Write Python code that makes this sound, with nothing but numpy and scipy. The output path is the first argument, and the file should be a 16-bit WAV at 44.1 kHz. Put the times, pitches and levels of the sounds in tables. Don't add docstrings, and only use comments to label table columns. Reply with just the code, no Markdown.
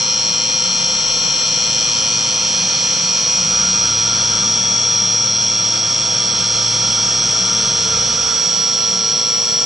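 import sys
import numpy as np
from scipy import signal
from scipy.fft import rfft, irfft, next_fast_len
from scipy.io import wavfile
from scipy.ndimage import uniform_filter1d

SR = 44100
rng = np.random.default_rng(int(sys.argv[2]) if len(sys.argv) > 2 else 0)


def int16_out(signal):
    q = np.round(np.clip(np.atleast_2d(signal).T, -1, 1) * 32767)
    wavfile.write(sys.argv[1], SR, q.astype(np.int16))


def nominal_scale(level):
    x = np.asarray(level, float) / 20
    return 10 ** x


N = 425565
TIME_S = np.arange(N) / SR

# [t/s, speed/(turns per s)]
SHAFT_SPEED = [(0.0, 112.533), (3.38, 112.538), (3.46, 112.622), (3.96, 112.488), (4.04, 112.534),
               (4.15, 112.77), (4.45, 112.629), (4.75, 112.461), (5.28, 112.542), (7.38, 112.536),
               (7.49, 112.448), (7.81, 112.561), (8.19, 112.654), (8.47, 112.607), (8.88, 112.42),
               (9.01, 112.495), (9.65, 112.555)]
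SHAFT_HZ = SHAFT_SPEED[0][1]
# [start t/s, end t/s]
CORNERS = [
    (3.4, 4.2),
    (8.0, 8.6),
]
# [start t/s, end t/s]
FRAME_TURNS = [
    (3.65, 3.9),
    (8.05, 8.35),
]

# [order, first level/dB, return level/dB, third level/dB, left lead/rad]
STRONG_TONES = [(22, -37.5, -45.5, -51, -.7), (27.86, -37.5, -41.5, -38.5, -.5),
                (29.52, -43.5, -38.5, -35, .1), (29.86, -34.5, -31.5, -34.5, -.9),
                (37.48, -31, -42, -41, 0), (39.48, -36.5, -34.5, -38, -.1), (45, -38.5, -36.5, -39.5, -.1),
                (46, -42.5, -39.5, -41.5, -.1), (47, -41, -38, -32.5, -.3), (48, -36, -30, -40, -.2),
                (49, -26, -25, -24.5, -.1), (50, -27.5, -25.5, -26.5, -.1), (51, -22.5, -23, -22, -.4),
                (52, -30, -30.5, -34, .1), (53, -31.5, -34.5, -34.5, 0), (54, -40, -36.5, -45.5, -.1)]
REFLECTIONS = [(22.0, 0.25, 0.65, 0.13, 0.73), (27.86, 0.7, 0.77, 0.78, 0.7),
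               (29.52, 0.45, 0.35, 0.46, 0.58), (29.86, 0.05, 0.72, 0.08, 0.7),
               (37.48, 0.27, 0.09, 0.15, 0.65), (39.48, 0.22, 0.58, 0.23, 0.29),
               (45.0, 0.24, 0.01, 0.43, 0.04), (46.0, 0.52, 0.55, 0.19, 0.95),
               (47.0, 0.08, 0.42, 0.45, 0.6), (48.0, 0.19, 0.31, 0.07, 0.77),
               (49.0, 0.11, 0.93, 0.18, 0.17), (50.0, 0.52, 0.84, 0.25, 0.61),
               (51.0, 0.43, 0.19, 0.19, 0.45), (52.0, 0.79, 0.45, 0.29, 0.15),
               (53.0, 0.17, 0.47, 0.11, 0.29), (54.0, 0.18, 0.56, 0.23, 0.58)]
# [t/s, length/cm]
VICE_DETOUR = [(0, 0), (1.5, 1.65), (3, 3.7), (3.6, 4.7), (4.2, 4.1), (4.8, 5.3), (6.3, 6.95), (7.8, 9.3),
               (8.5, 10.6), (9.65, 10.9)]
TABLE_DETOUR_RATIO, SOUND_CM_PER_S = 1.77, 34300
# [t/s, left-right level/dB]
TOOL_PAN = [(0.0, 2.5), (1.21, 4.5), (2.58, -1), (4.84, 2), (6.96, -2), (7.55, 1), (8.28, -4.5), (9.65, 1)]
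TOOL_FROM_ORDER = 44.5
STRIKE_CENTRE_ORDER = 50.5
STRIKE_SPREAD = .118
FLUTTER_DB, WANDER_CYCLES = .5, .045
BELT_TURNS = 26
BELT_TUG = (.0002, .00075, .0005)
BELT_START_LAPS = .63

# [order, first level/dB, return level/dB, left lead/rad]
CUTTER_TONES = [(2, -45.5, -44.0, -0.1), (6, -65.0, -47.5, -1.3), (7, -54.0, -50.0, -1.4),
                (8, -49.0, -51.0, -1.0), (9, -58.0, -50.5, -0.3), (12, -49.0, -47.0, -0.6),
                (20, -51.0, -53.0, -0.6), (21, -48.0, -45.0, -0.5), (24, -50.0, -49.0, -0.6),
                (25, -41.0, -47.0, -0.7), (27, -41.0, -48.0, -0.5), (30, -47.0, -44.5, -0.7),
                (31, -50.0, -52.0, -0.3), (34, -48.0, -53.0, -0.2), (38, -45.0, -46.0, -0.0),
                (40.043, -43.0, -48.0, -0.1), (44, -41.0, -43.0, -0.0), (55, -48.0, -43.0, -0.1),
                (57, -50.0, -53.0, -0.6), (58, -44.0, -44.0, -0.4), (63, -53.0, -59.0, -0.9),
                (67, -49.0, -51.0, 0.3), (69, -54.0, -53.0, -0.5), (72, -56.0, -60.0, -0.1),
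                (73, -57.0, -55.0, -0.6), (94, -66.0, -69.0, -0.2), (95, -66.0, -65.0, -0.2),
                (96, -64.0, -63.0, -0.4), (97, -61.0, -61.0, -0.1)]
# [order, first level/dB, return level/dB, left lead/rad]
MOTOR_TONES = [(0.73, -57.0, -52.0, 0.0), (1.655, -48.0, -50.0, -0.1), (2.42, -50.0, -52.0, -0.2),
               (2.66, -55.0, -54.0, -0.1), (3.67, -52.0, -52.0, -0.6), (4.59, -41.5, -45.5, -0.4),
               (5.48, -60, -46.5, -1.1), (6.88, -53.0, -54.0, -1.5), (7.38, -54.0, -55.0, -1.0),
               (8.238, -39.5, -38.0, -1.1)]
# [order, first level/dB, return level/dB,
# left lead/rad]
BEARING_AND_SIDEBAND_TONES = [(9.62, -47.0, -57.0, -0.9), (10.62, -47.0, -43.5, -0.8), (15.86, -59.0, -55.0, -0.5),
                              (18.24, -50.0, -54.0, -0.4), (20.24, -46.0, -48.0, -0.3), (20.55, -54.0, -50.0, -0.6),
                              (27.29, -60, -48.0, -0.9), (28.42, -52.0, -45.0, -0.4), (29.29, -44.0, -43.0, -0.6),
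                              (30.42, -47.0, -42.5, -0.4), (30.86, -51.0, -53.0, -0.4), (38.91, -38.0, -50.0, 0.0),
                              (56.71, -48.0, -51.0, -0.3), (57.28, -52.0, -52.0, -0.3), (59.15, -49.0, -45.0, -0.7),
                              (59.71, -51.0, -49.0, -0.9), (60.28, -49.0, -57.0, 0.1), (65.9, -54.0, -53.0, -0.1),
                              (66.47, -53.0, -60.0, 0.2), (68.77, -45.0, -47.0, -0.3), (69.33, -50.0, -56.0, -0.2),
                              (9.627, -53.0, -62.0, -0.9),
                              (1.4, -47, -47, 0), (5, -58, -51, -.6), (10, -60, -58, -.8), (11, -60, -52, -.7),
                  (26.962, -47, -49, -.6), (29.088, -58, -49, -.6), (29.423, -56, -48, -.6),
                  (29.496, -58, -48, -.5), (29.957, -58, -43, -.8), (38.041, -54, -44, 0),
                  (38.498, -56, -47, 0), (39.423, -42, -54, 0), (39.462, -46, -55, 0), (43.85, -56, -47, 0),
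                  (46.153, -49, -47, -.1), (49.094, -42, -54, -.1), (53.962, -44, -54, -.1)]
# [order, level/dB]
THIRD_PASS = [(4.59, -42), (5.48, -53), (29.29, -42), (6, -46), (8, -62), (8.238, -41), (9, -44),
              (9.62, -47), (10.62, -54), (12, -39), (10, -49), (5, -51), (29.957, -50), (20.24, -60),
              (24, -53), (28.42, -49), (30, -50), (55, -58)]
# [order, t/s, level/dB, half width/s]
TONE_SWELLS = [(1, 3.55, -9, .1), (4, 3.7, -9, .2), (4, 4.1, -4, .15), (4, 7.9, 2, .4), (5.48, 3.8, -6, .3),
               (22, 3.9, 3, .3), (29.29, 3.8, 8, .6), (29.29, 6.9, 5, .35), (29.86, 0, -3, .5),
               (29.86, 3.4, -7, .25), (29.86, 8.2, -3, .25), (29.86, 4.7, 2, .25), (22, 1.5, 1, 1.5),
               (30, 3.8, -8, .3), (30.42, 3, 4, .6), (30.42, 8, 5, .5), (12, 3, 9, .4), (12, 4.8, 6, .4),
               (12, 6.2, -4, .4), (12, 7.7, 5, .3), (55, .4, -9, .7), (55, 5, -12, .9), (44, 1.35, -8, .2),
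               (44, 3.3, 3, .8), (44, 9, -3, .5), (30, 7.9, -12, .3), (39.48, .3, -5, .4),
               (37.48, 7.9, -10, .3), (50, 8.2, -7, .15), (52, 0, -4, .2), (4, 8.3, 2, .3),
               (4, 5.4, -3, .7), (3, 8.35, -8, .2), (3, 9.2, 3, .4), (51, 3.7, 1.5, .3), (49, 4.2, -2, .15),
               (4.59, 7.3, -2, .5), (68.77, 0, -7, .4), (68.77, 4.9, -5, .6), (68.77, 8.4, 4, .4),
               (97, 5.7, 6, .25), (97, 9.2, 6, .35), (28.42, 6.5, 2, 1)]
# [order, first silence t/s, beat/s, first level/dB, later level/dB]
BEATING_PAIR = (36.907, .9, 1.252, -39, -41.5)
BALL_PASS_ORDER, CAGE_ORDER = 9.62, .567
# [order, first level/dB, return level/dB]
CHATTER_LINES = [(44.519, -47, -55), (44.673, -46, -47), (44.75, -49, -49), (45.519, -54, -44),
                 (45.596, -48, -54), (45.635, -47, -54), (45.673, -47, -54), (45.75, -48, -55),
                 (46.519, -48, -51), (46.558, -38, -39), (46.596, -39, -41), (46.673, -47, -52),
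                 (46.712, -47, -54), (47.519, -44, -48), (47.558, -48, -54), (47.635, -47, -55),
                 (48.519, -54, -41), (48.558, -55, -45), (48.635, -55, -49), (49.442, -45, -39),
                 (49.481, -53, -47), (49.519, -43, -47), (49.558, -35, -35), (50.404, -46, -53),
                 (50.442, -44, -40), (50.481, -41, -43), (50.519, -35, -33), (50.558, -35, -42),
                 (50.596, -43, -53), (51.481, -40, -47), (51.519, -41, -51), (52.404, -47, -52),
                 (52.481, -46, -51), (53.481, -46, -51), (53.519, -48, -52), (54.365, -48, -48),
                 (54.404, -47, -48)]
CHATTER_EASES_DB = -3

FRAME_ORDERS = (.45, 1, 3, 4)
# [first level/dB, return level/dB, third level/dB, share of feed surge, left lead/rad]
FRAME_LEVELS = [(-53.5, -51.5, -60, 0.97, 0), (-43.5, -34.5, -46.5, .01, 0.083),
                (-54, -47, -51.5, 0.18, -0.73), (-50.5, -44, -42.5, 0.68, -0.7)]
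# [t/s, level/dB, start f/Hz, end f/Hz, length/s]
FRAME_JOLT = (3.35, -27, 192, 135, .13)
FEED_LEVELS = (-31.5, -30, -34)
# [f/Hz, width/Hz, level/dB]
FEED_MODES = [(1200, 45, 8), (1366, 108, 13.5), (1585, 38, 6)]
# [t/s, rise level/dB, half width/s]
FEED_SURGES = [
    (3.58, 7.5, 0.11),
    (3.87, 6, 0.074),
    (4.1, 4.5, 0.094),
    (4.35, 5.5, 0.086),
    (7.5, 3.5, 0.96),
    (7.95, 3, 0.06),
    (8.3, 5.5, 0.1),
]

# [t/s, level/dB]
CUT_LOAD = [(0, -43.5), (.9, -42), (2.7, -41), (4.4, -41.5), (5.25, -43), (6.8, -41), (8.3, -41),
            (9, -43.5), (9.65, -43)]
# [f/Hz, level/dB per Hz]
AIR_COLOUR = [(30, -18), (60, -54), (130, -1.5), (300, -8), (800, -6.5), (1300, -12), (1900, -8.5),
              (3300, -6.5), (5600, -7.5), (6700, -6.5), (6900, -16), (8200, -20), (10300, -30),
              (10950, -25)]
# [f/Hz, width/Hz, level/dB]
BOX_MODES = [(505, 91, 13.5), (943, 68, 7), (4150, 150, 1), (5450, 520, 15), (7730, 180, 12),
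             (8170, 210, 8.5)]
# [f/Hz, width/Hz]
COLOUR_DIPS = [(370, 285), (412, 42), (572, 42), (1560, 150), (860, 130), (1055, 8.3), (1480, 190),
               (1986, 370), (3990, 210), (5430, 290), (6200, 220), (2560, 63)]
# [f/Hz, width/Hz, level/dB]
PANEL_MODES = [(184, 5.1, 1), (216, 110, -12.5), (144, 39, -18.5)]
# [t/s, rise level/dB, half width/s]
PANEL_BOOMS = [
    (.75, 2, 0.13),
    (2.2, 4.5, 0.1),
    (2.65, 4, 0.079),
    (3.75, 4, 0.1),
    (4.45, 7, 0.1),
    (7.5, 6.5, 0.1),
    (7.85, 4, 0.03),
    (8.1, 4.5, 0.057),
]
PANEL_DB, PANEL_PER_SURGE, PANEL_PER_LOAD = -39, .1, .37
# [f/Hz, width/Hz, level/dB]
FLOOR_MODES = [(50, 13, -7), (81.5, 3.2, 9), (62, 40, -12)]
FLOOR_DB = -52.5

# [f/Hz, left-right likeness]
PORT_LIKENESS = [(60, 0.85), (130, 0.99), (260, 0.91), (550, 1), (1160, 0.7), (2440, 1), (5130, 1),
                 (10800, 0.64)]
# [f/Hz, lead/rad]
PORT_LEAD = [(0, -0.12), (300, -0.12), (780, -1.26), (1290, -0.55), (3360, -1.22), (4050, -0.21),
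             (6720, -1.1), (10900, 0.25)]
# [f/Hz, left-right level/dB]
PORT_BALANCE = [(60, 0.0), (110, 0.0), (190, 1.5), (340, 2.0), (600, 2.5), (1070, -1.0), (1910, 0.0),
                (3400, -0.5), (6050, 0.0), (10800, -0.5)]
CUTOFF_HZ = 11000
# [t/s, upper band level/dB, lower band level/dB]
TREBLE_FADES = [(.08, -8, -4), (1.05, -9, 0), (1.45, -6, -4), (2.4, -8, 0), (3.8, -22, -3), (3.96, -20, -8),
                (4.11, -16, -14), (4.68, -10, -4), (4.9, -14, -4), (4.97, -20, -10), (5.2, -14, -6),
                (5.33, -16, -4), (5.37, -18, -18), (5.62, -25, -8), (5.82, -16, -8), (6.32, -25, -22),
                (7.0, -14, -3), (7.22, -18, -8), (7.72, -18, -3), (8.38, -14, -3), (8.83, -14, -3),
                (9.02, -8, -5), (9.15, -14, -10), (9.24, -14, -12), (9.35, -25, -15), (9.57, -22, -12)]
# [low f/Hz, high f/Hz]
FADING_BANDS = ((8800, 10400), (6500, 7300))
FADE_HALF_WIDTH_S = .013
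HOLE_EDGES_HZ, HOLE_SHARE = np.arange(8700, 10900, 240), .07


def strong_tones(turns, belt_db, sway):
    (detour_cm,), (tool_pan_db,) = in_time(VICE_DETOUR), in_time(TOOL_PAN)
    tug = by_pass(BELT_TUG) * np.sin(2 * np.pi * (turns / BELT_TURNS - BELT_START_LAPS))
    out = 0
    for direct, reflected in zip(STRONG_TONES, REFLECTIONS):
        order, *levels_db, lead = direct
        _, vice, vice_phase, table, table_phase = reflected
        from_tool = order > TOOL_FROM_ORDER
        waves = detour_cm[::64] * order * SHAFT_HZ / SOUND_CM_PER_S
        off_vice = vice * np.exp(2j * np.pi * (vice_phase + waves))
        off_table = table * np.exp(2j * np.pi * (table_phase + TABLE_DETOUR_RATIO * waves))
        summed = 1 + off_vice + off_table
        gain = every_sample(abs(summed) + .03)
        shift = every_sample(np.unwrap(np.angle(summed)) / (2 * np.pi))
        level_db = by_pass(levels_db) + tone_swell(order) + belt_pulse(turns, belt_db) + FLUTTER_DB * drift(3.9)
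        pan_db = tool_pan_db if from_tool else at_hz(PORT_BALANCE, order * SHAFT_HZ)
        start = STRIKE_SPREAD * (order - STRIKE_CENTRE_ORDER) ** 2 if from_tool else rng.random()
        phase = start - shift + tug * order * from_tool + WANDER_CYCLES * drift(.2)
        out = out + gain * tone(turns, order, level_db, pan_db, lead + sway * drift(.58), phase)
    return out


def shaft_tones(table, turns, waver_db, belt_db, sway):
    out = 0
    for order, first_db, return_db, lead in table:
        level_db = pass_level(order, first_db, return_db) + waver_db * drift(.33)
        level_db = level_db + belt_pulse(turns, belt_db)
        pan_db = at_hz(PORT_BALANCE, order * SHAFT_HZ) + rng.normal(0, 1) * (order > 2)
        creep = drift(.12) / 5 / max(order, 10)
        out = out + tone(turns + creep, order, level_db, pan_db, lead + sway * drift(.0093))
    return out


def chatter(turns, waver_db):
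    out = np.zeros(N)
    for order, first_db, return_db in CHATTER_LINES:
        level_db = by_pass([first_db, return_db, return_db + CHATTER_EASES_DB]) + waver_db * drift(.5)
        order = (np.floor(order * BELT_TURNS) + .5) / BELT_TURNS
        angle = 2 * np.pi * ((order * turns + rng.random()) % 1)
        out += np.repeat(nominal_scale(level_db[::64]), 64)[:N] * np.cos(angle.astype(np.float32))
    return np.sqrt(2) * out


def beating_pair(turns):
    order, first_silence, beat, first_db, later_db = BEATING_PAIR
    swing = 2 * np.sin(np.pi * (TIME_S - first_silence) / beat)
    return swing * tone(turns, order, by_pass([first_db, later_db, later_db]) + drift(.36), 0, 0)


def frame_tones(turns, surge_db):
    out = 0
    for order, (*levels_db, share, lead) in zip(FRAME_ORDERS, FRAME_LEVELS):
        level_db = by_pass(levels_db, FRAME_TURNS) + tone_swell(order) + share * surge_db + 1.84 * drift(.76)
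        out = out + tone(turns, order, level_db, 0, lead)
    return out


def jolt():
    start, level_db, start_hz, end_hz, length = FRAME_JOLT
    age = np.clip((TIME_S - start) / length, 0, 1.5)
    hz = start_hz + (end_hz - start_hz) * np.clip(age, 0, 1) ** 2
    return nominal_scale(level_db) * np.sin(np.pi * age / 1.5) * np.sin(2 * np.pi * np.cumsum(hz) / SR)


def feed_drive(surge_db):
    return nominal_scale(by_pass(FEED_LEVELS) + surge_db - 6) * stereo_noise(lambda hz: resonances(FEED_MODES, hz))


def air_and_chips(turns, throb):
    noise = stereo_noise(lambda hz: box_colour(hz) * dense_modes(hz, spacing_hz=16, depth_db=3))
    return noise * (1 + throb * np.cos(2 * np.pi * turns))


def faint_tones(turns, spread_db, waver_hz):
    laps, steps = 1100, 1024
    ball, shaft, cage = np.meshgrid(np.arange(11), np.arange(-4, 5), np.arange(-1, 2))
    bearing_orders = (ball * BALL_PASS_ORDER + shaft + cage * CAGE_ORDER).ravel()
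    orders = np.r_[np.arange(2, 97), bearing_orders]
    orders = orders[(orders > 2) & (orders < 97)]
    hz = orders * turns[-1] * SR / N
    near = np.arange(-12, 13)
    skirt = np.exp(-(near * SR / N / waver_hz) ** 2 / 2)
    height = box_colour(hz) * nominal_scale(spread_db * rng.standard_normal(len(hz)))
    chance = rng.standard_normal((2, len(hz), len(near)))
    lead = at_hz(PORT_LEAD, hz) + rng.standard_normal(len(hz))
    bins = np.round(orders * laps).astype(int)[:, None] + near
    spectrum = np.zeros((2, laps * steps // 2 + 1), complex)
    for side, way in enumerate((1, -1)):
        lines = (height * np.exp(.5j * way * lead))[:, None] * skirt * (chance[0] + 1j * chance[1])
        np.add.at(spectrum[side], bins, lines)
    waves = irfft(spectrum)
    return rms_one(np.array([np.interp(turns * steps, np.arange(laps * steps), w) for w in waves]))


def loose_panel(surge_db, air_db):
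    level_db = PANEL_DB + surge(PANEL_BOOMS) + PANEL_PER_SURGE * surge_db
    level_db = level_db + PANEL_PER_LOAD * (air_db - air_db.mean())
    return nominal_scale(level_db + .5) * stereo_noise(lambda hz: resonances(PANEL_MODES, hz))


def floor_rumble(surge_db):
    level_db = FLOOR_DB + 1.34 * surge_db + 2.9 * drift(.8)
    return nominal_scale(level_db) * stereo_noise(lambda hz: resonances(FLOOR_MODES, hz))


def tone(turns, order, level_db, pan_db, lead, phase=None):
    phase = rng.random() if phase is None else phase
    angle = 2 * np.pi * ((order * turns + phase) % 1)
    height = np.sqrt(2) * nominal_scale(level_db)
    ports = []
    for way in (1, -1):
        wave = np.cos((angle + way * lead / 2).astype(np.float32))
        ports.append(height * nominal_scale(way * pan_db / 2) * wave)
    return np.array(ports)


def stereo_noise(gain_at):
    size = next_fast_len(N)
    hz = np.fft.rfftfreq(size, 1 / SR)
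    mid, side = rfft(rng.standard_normal((2, size)))
    alike = np.clip(at_hz(PORT_LIKENESS, hz), 0, 1)
    left = nominal_scale(at_hz(PORT_BALANCE, hz) / 2) * np.exp(.5j * at_hz(PORT_LEAD, hz))
    pair = [(np.sqrt(1 + alike) * mid + way * np.sqrt(1 - alike) * side) * left ** way for way in (1, -1)]
    return rms_one(irfft(gain_at(hz) * np.array(pair), size)[:, :N])


def box_colour(hz):
    nulls = np.prod([1 - .5 * peak(hz, centre, width) for centre, width in COLOUR_DIPS], axis=0)
    return nominal_scale(at_hz(AIR_COLOUR, hz)) * (1 + resonances(BOX_MODES, hz) / 2.5) * nulls


def dense_modes(hz, spacing_hz, depth_db):
    return nominal_scale(depth_db * np.interp(hz, np.arange(800) * spacing_hz, rng.standard_normal(800)))


def resonances(modes, hz):
    return sum(nominal_scale(db) * peak(hz, centre, width) for centre, width, db in modes)


def peak(hz, centre, width):
    return 1 / (1 + ((hz - centre) / (width / 2)) ** 2)


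def pass_level(order, first_db, return_db):
    return by_pass([first_db, return_db, dict(THIRD_PASS).get(order, return_db)]) + tone_swell(order)


def by_pass(levels, corners=CORNERS):
    return np.interp(TIME_S, np.ravel(corners), np.repeat(levels, 2)[1:-1])


def tone_swell(order):
    return surge([row[1:] for row in TONE_SWELLS if row[0] == order])


def surge(events):
    return sum(db * np.exp(-((TIME_S - s) / width) ** 2 / 2) for s, db, width in events)


def belt_pulse(turns, depth_db):
    return depth_db * np.cos(2 * np.pi * (turns / BELT_TURNS + rng.random()))


def drift(rate):
    r = np.exp(-128 * np.pi * rate / SR)
    slow = signal.lfilter([1], [1, -2 * r, r * r], rng.standard_normal(N // 64 + 2002))[2000:]
    return every_sample(rms_one(slow))


def every_sample(slow):
    return np.interp(np.arange(N) / 64, np.arange(len(slow)), slow)


def in_time(rows):
    s, *columns = np.transpose(rows)
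    return [np.interp(TIME_S, s, column) for column in columns]


def at_hz(points, hz):
    table_hz, values = np.array(points).T
    return np.interp(np.log(hz + 1), np.log(table_hz + 1), values)


def rms_one(x):
    return x / np.sqrt(np.mean(x ** 2) + 1e-20)


def scene():
    turns = np.cumsum(in_time(SHAFT_SPEED)[0]) / SR
    (air_db,), surge_db = in_time(CUT_LOAD), surge(FEED_SURGES)
    strong = strong_tones(turns, belt_db=.84, sway=.23) + frame_tones(turns, surge_db)
    flutes = shaft_tones(CUTTER_TONES, turns, waver_db=1.5, belt_db=.4, sway=.2)
    rolling = MOTOR_TONES + BEARING_AND_SIDEBAND_TONES
    balls = shaft_tones(rolling, turns, waver_db=.9, belt_db=.8, sway=.15) + beating_pair(turns)
    tones = nominal_scale(.2) * (flutes + strong) + nominal_scale(.5) * balls + nominal_scale(.5) * chatter(turns, waver_db=1.5)
    air = nominal_scale(air_db + 17) * air_and_chips(turns, throb=.031)
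    faint = nominal_scale(air_db + 6) * faint_tones(turns, spread_db=3, waver_hz=.5)
    structure = feed_drive(surge_db) + loose_panel(surge_db, air_db) + floor_rumble(surge_db) + jolt()
    return tones + air + faint + structure


def top_cut(x):
    return signal.sosfilt(signal.butter(12, 11370, fs=SR, output="sos"), x)


def record(dry):
    out = signal.sosfilt(signal.ellip(14, .3, 90, CUTOFF_HZ, fs=SR, output="sos"), dry)
    for k, edges in enumerate(FADING_BANDS):
        band = signal.sosfiltfilt(signal.butter(6, edges, "band", fs=SR, output="sos"), out)
        fades_db = surge([(row[0], row[k + 1], FADE_HALF_WIDTH_S) for row in TREBLE_FADES])
        out = out + band * (nominal_scale(fades_db) - 1)
    for low, high in zip(HOLE_EDGES_HZ, HOLE_EDGES_HZ[1:]):
        band = signal.sosfiltfilt(signal.butter(3, [low, high], "band", fs=SR, output="sos"), out)
        gone = np.repeat(rng.random(N // 1536 + 1) < HOLE_SHARE, 1536)[:N]
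        out = out - band * uniform_filter1d(gone * 1., size=400)
    return top_cut(out)


dry = scene()
out = record(dry)
int16_out(out)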